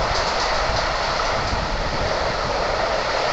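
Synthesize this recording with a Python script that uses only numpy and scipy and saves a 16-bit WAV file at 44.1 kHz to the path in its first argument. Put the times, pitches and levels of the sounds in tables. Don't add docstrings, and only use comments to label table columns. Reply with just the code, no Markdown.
import sys
import numpy as np
from scipy import signal
from scipy.fft import rfft, irfft
from scipy.io import wavfile
from scipy.ndimage import uniform_filter1d

SR = 44100
rng = np.random.default_rng(int(sys.argv[2]) if len(sys.argv) > 2 else 0)


def store_wav(level_fs):
    pcm = np.round(np.clip(np.atleast_2d(level_fs), -1, 1) * 32767)
    wavfile.write(sys.argv[1], SR, pcm.T.astype(np.int16))


N = 146412


def gain_of(db):
    return 10 ** (np.asarray(db) / 20)


def unit_rms(x):
    return x / np.sqrt(np.mean(x ** 2) + 1e-20)


def spectrum_db(points, hz):
    freq_hz, level_db = np.transpose(points)
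    return np.interp(np.log(hz + 1), np.log(freq_hz + 1), level_db, -150, -150)


def curve(table, column):
    table = np.array(table)
    return np.interp(np.arange(N) / SR, table[:, 0], table[:, column])


def add(mix, start_s, sound):
    at = max(round(start_s * SR), 0)
    part = mix[at:at + len(sound)]
    part += sound[:len(part)]


def noise(spectrum, size, patchy_db, flicker_db):
    frames, hz = N // (size // 4) + 5, np.fft.rfftfreq(size, 1 / SR)
    real, imag, patches = rng.standard_normal((frames, len(hz), 3)).T
    patches = unit_rms(uniform_filter1d(uniform_filter1d(patches, size=8, axis=0), size=10, axis=1))
    flicker = unit_rms(uniform_filter1d(rng.standard_normal(frames), size=3))
    level_db = spectrum_db(spectrum, hz)[:, None] + patchy_db * patches + flicker_db * flicker
    _, sound = signal.istft((real + 1j * imag) * gain_of(level_db), nperseg=size, noverlap=size - size // 4)
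    return unit_rms(sound[:N])


# freq_hz, relative_db
TURBULENCE_SPECTRUM = [(3, -14.5), (8, -6), (14, -3.5), (27, -1), (45, -3), (70, -12.5), (110, -33)]
FLUTTER_SPECTRUM = [(25, -26), (50, -8), (80, -0.5), (130, -3), (200, -8), (300, -10.5), (450, -27)]
# time_s, turbulence_db, flutter_db
DRAUGHT_LEVELS = [(0.0, -28, -32.5), (0.25, -32, -40), (0.46, -29.5, -41.5), (0.67, -28.5, -36),
                  (0.91, -30, -37), (1.15, -33, -39), (1.44, -33.5, -31), (1.75, -29.5, -33.5),
                  (1.98, -29.5, -29.5), (2.14, -33, -36), (2.47, -33, -36.5), (3.05, -35.5, -40.5),
                  (3.32, -41, -42)]
# centre_s, peak_db, width_s, rebound_ratio
EDDIES = [(.113, -16, .0036, .3), (.188, -17, .006, .2), (.482, -20, .012, .4), (.581, -21, .01, .4),
          (.619, -20, .01, .2), (.697, -14, .0055, .15), (.84, -23, .006, .3), (1.393, -20, .003, .2),
          (1.451, -19, .003, .3), (1.533, -17, .0045, .8), (1.591, -22, .003, .3), (1.632, -16, .0032, .2),
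          (1.753, -20, .005, .2), (2.015, -21, .0036, .3), (2.036, -21, .004, .3), (2.06, -17, .004, .2),
          (2.22, -20, .006, .3), (2.304, -20, .0024, .4), (2.602, -21, .005, .2)]


def draught():
    turbulence = noise(TURBULENCE_SPECTRUM, size=8192, patchy_db=0.8, flicker_db=0.5)
    flutter = noise(FLUTTER_SPECTRUM, size=2048, patchy_db=0.7, flicker_db=2.5)
    out = turbulence * gain_of(curve(DRAUGHT_LEVELS, column=1))
    out += flutter * gain_of(curve(DRAUGHT_LEVELS, column=2))
    for centre_s, peak_db, width_s, rebound_ratio in EDDIES:
        widths = np.arange(-.06, .06, 1 / SR) / width_s
        suction = (1 + rebound_ratio) * np.exp(-2.8 * widths ** 2)
        rebound = rebound_ratio * np.exp(-(widths / 2.5) ** 2)
        add(out, centre_s - .06, gain_of(peak_db) * (rebound - suction))
    return out


# time_s, pitch_hz, level_db
RAIL_RESONANCE = [(0, 657, -34), (.45, 660, -34.5), (.65, 640, -31.5), (1., 640, -36.5), (1.3, 649, -30),
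                  (1.6, 643.5, -39), (1.93, 557.7, -35.5), (2.05, 620, -27.5), (2.17, 600, -27.5),
                  (2.3, 643, -38), (2.6, 540, -31), (2.8, 670.3, -29), (3., 600, -34.5), (3.32, 619, -32)]


def rail_howl(width_hz=105):
    pole = np.exp(-np.pi * width_hz / SR)
    white = rng.standard_normal(N) + 1j * rng.standard_normal(N)
    slow_noise = signal.lfilter([1], [1, -pole], signal.lfilter([1], [1, -pole], white))
    carrier = np.exp(2j * np.pi * np.cumsum(curve(RAIL_RESONANCE, column=1)) / SR)
    return gain_of(curve(RAIL_RESONANCE, column=2)) * unit_rms((slow_noise * carrier).real)


# start_s, relative_db, pitch_hz
RAIL_KNOCKS = [(0.785, -7.5, 635.4), (1.194, -9.5, 1286), (1.251, -13, 660), (2.069, -16, 810),
               (2.736, -9, 637), (2.832, -6.5, 660), (3.188, -27, 638)]


def rail_knocks(rise_s=0.0038, t60_s=0.054, trim_db=-1.5):
    out, t = np.zeros(N), np.arange(round(.1 * SR)) / SR
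    for start_s, relative_db, pitch_hz in RAIL_KNOCKS:
        envelope = np.minimum(t / rise_s, 1) * gain_of(relative_db + trim_db - 60 * t / t60_s)
        add(out, start_s, envelope * np.sin(2 * np.pi * pitch_hz * t))
    return out


def deck_echo(sound, t60_s=0.41, rise_s=0.0089):
    t = np.arange(SR // 2) / SR
    taps = rng.standard_normal(len(t)) * gain_of(-60 * t / t60_s) * np.minimum(t / rise_s, 1)
    return signal.fftconvolve(sound, taps / np.linalg.norm(taps))[:N]


# pitch_hz, relative_db, t60_s
IRON_MODES = [(3580, -1.5, .08), (4160, 6.5, 0.18), (4400, -21.5, .06), (4300, 6, .07), (4970, 5, .06),
              (5060, 2, 0.14), (5520, -7.5, .05), (6000, 1.5, .05), (6100, 6, 0.077), (6400, -6.5, .05),
              (7100, -36.5, .04)]


def clank(level_db, tilt_db_per_octave, decay_s, blows_per_s=4000, rise_s=.005, detune=.015, ring_db=-12.5):
    t = np.arange(round(.15 * SR)) / SR
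    size = 2 * len(t)
    hz = np.fft.rfftfreq(size, 1 / SR)
    scatter = rng.standard_normal(len(t))
    struck = rng.random(len(t)) < blows_per_s / SR
    blows = scatter * struck * np.exp(-t / decay_s) * np.minimum(t / rise_s + 0.41, 1)
    modes = sum(gain_of(db - 60 * t / t60_s) * np.sin(2 * np.pi * pitch_hz * (1 + detune * scatter[k]) * t)
                for k, (pitch_hz, db, t60_s) in enumerate(IRON_MODES))
    ring = rfft(modes, size)
    ring = gain_of(ring_db) * ring / np.linalg.norm(ring) / (1 + (hz / 7300) ** 30)
    tick = gain_of(spectrum_db(TREBLE_SPECTRUM, hz)) / (1 + (3600 / (hz + 1)) ** 8)
    tick = tick / np.linalg.norm(tick) * np.exp(-2j * np.pi * hz * 0.00104)
    tilt = gain_of(tilt_db_per_octave * np.log2(np.minimum(hz, 6800) / 4500 + 0.015))
    sound = irfft(rfft(blows, size) * (tick + ring) * tilt)
    return gain_of(level_db) * sound / np.sqrt(np.sum(sound ** 2) / (0.029 * SR))


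# start_s, level_db, tilt_db_per_octave, decay_s
WAGON_CLANKS = [(.149, -28, -2, 0.024), (.272, -34, 6.5, 0.011), (.397, -33, 1, .012),
                (.418, -34, -1, 0.0081), (.538, -34, -2, 0.012), (.76, -29.5, -5, 0.014),
                (.795, -38, -10.5, .01), (.952, -39.5, 4, .008), (1.025, -36.5, 1, 0.0098),
                (1.09, -41.5, 0, 0.012), (1.162, -38, -3, .006), (1.25, -35.5, 2.5, .01),
                (1.47, -35, 5, 0.013), (2.083, -35, -9, .01), (3.19, -40.5, -3, 0.013),
                (3.295, -36, -16, 0.0091)]


def loose_iron(echo_db=2):
    groups = np.zeros((3, N))
    for k, (start_s, level_db, tilt_db_per_octave, decay_s) in enumerate(WAGON_CLANKS):
        add(groups[k % 3], start_s, clank(level_db, tilt_db_per_octave, decay_s))
    return groups.sum(0) + gain_of(echo_db) * sum(deck_echo(group) for group in groups)


# freq_hz, relative_db
EARLY_RAIL_SPECTRUM = [(88, -43), (150, -10.5), (254, -20.5), (312, -14.5), (487, -6), (643, -2.5),
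                       (840, -4.5), (937, -5.5), (1310, -12), (1600, -14), (2080, -38), (3520, -120)]
LATE_RAIL_SPECTRUM = [(88, -34.5), (150, -13.5), (303, -14.5), (507, -1.5), (618, 0.5), (739, -3.5),
                      (901, -3.5), (1140, -14.5), (1250, -12.5), (1600, -14), (2080, -37), (3520, -120)]
# freq_hz, relative_db
WHEEL_SPECTRUM = [(530, -31), (900, -1.5), (1150, -4), (1310, 2), (1630, -10.5), (1860, -2.5),
                  (2410, -13.5), (3040, -17.5), (3400, -13), (4420, -48), (7480, -120)]
TREBLE_SPECTRUM = [(1350, -16.5), (2300, -0.5), (2500, -7), (2850, -2.5), (3050, -10), (3370, -7),
                   (3880, -3), (4250, 2), (4830, -.5), (5400, -5), (6000, -9.5), (6800, -15), (7400, -20),
                   (8000, -35), (8300, -35), (8820, -45.5), (9300, -78)]
# time_s, rail_db, wheel_db, treble_db
ROAR_LEVELS = [(0.0, -25, -28, -32), (0.4, -24.5, -26.5, -30), (0.83, -27, -27, -32.5),
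               (1.21, -26, -27, -31), (1.38, -26, -27, -32.5), (1.76, -29, -30.5, -34.5),
               (1.96, -28, -29, -33.5), (2.14, -25, -29.5, -32.5), (2.42, -26.5, -29.5, -33.5),
               (2.74, -25, -28, -33), (3.01, -25, -28, -32.5), (3.32, -23.5, -25.5, -29.5)]


def rolling_roar(fade_centre_s=1.61, fade_length_s=0.57):
    fade = np.pi / 2 * np.clip((np.arange(N) / SR - fade_centre_s) / fade_length_s + .5, 0, 1)
    rail = np.cos(fade) * noise(EARLY_RAIL_SPECTRUM, size=1024, patchy_db=0.5, flicker_db=0.56)
    rail += np.sin(fade) * noise(LATE_RAIL_SPECTRUM, size=1024, patchy_db=0.44, flicker_db=0.9)
    wheel = noise(WHEEL_SPECTRUM, size=1024, patchy_db=1.5, flicker_db=-0.44)
    treble = noise(TREBLE_SPECTRUM, size=256, patchy_db=.6, flicker_db=.25)
    return sum(layer * gain_of(curve(ROAR_LEVELS, column))
               for column, layer in enumerate((rail, wheel, treble), start=1))


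def scene():
    return (rolling_roar() + rail_howl() + loose_iron() + rail_knocks() + draught())[None]


def record(dry, cutoff_hz=9050, dc_offset=-.0027):
    lowpass = signal.firwin(511, cutoff_hz, window=("kaiser", 9), fs=SR)
    padded = np.pad(dry, ((0, 0), (255, 255)), "reflect")
    return signal.oaconvolve(padded, lowpass[None], "valid") + dc_offset


dry = scene()
out = record(dry)
store_wav(out)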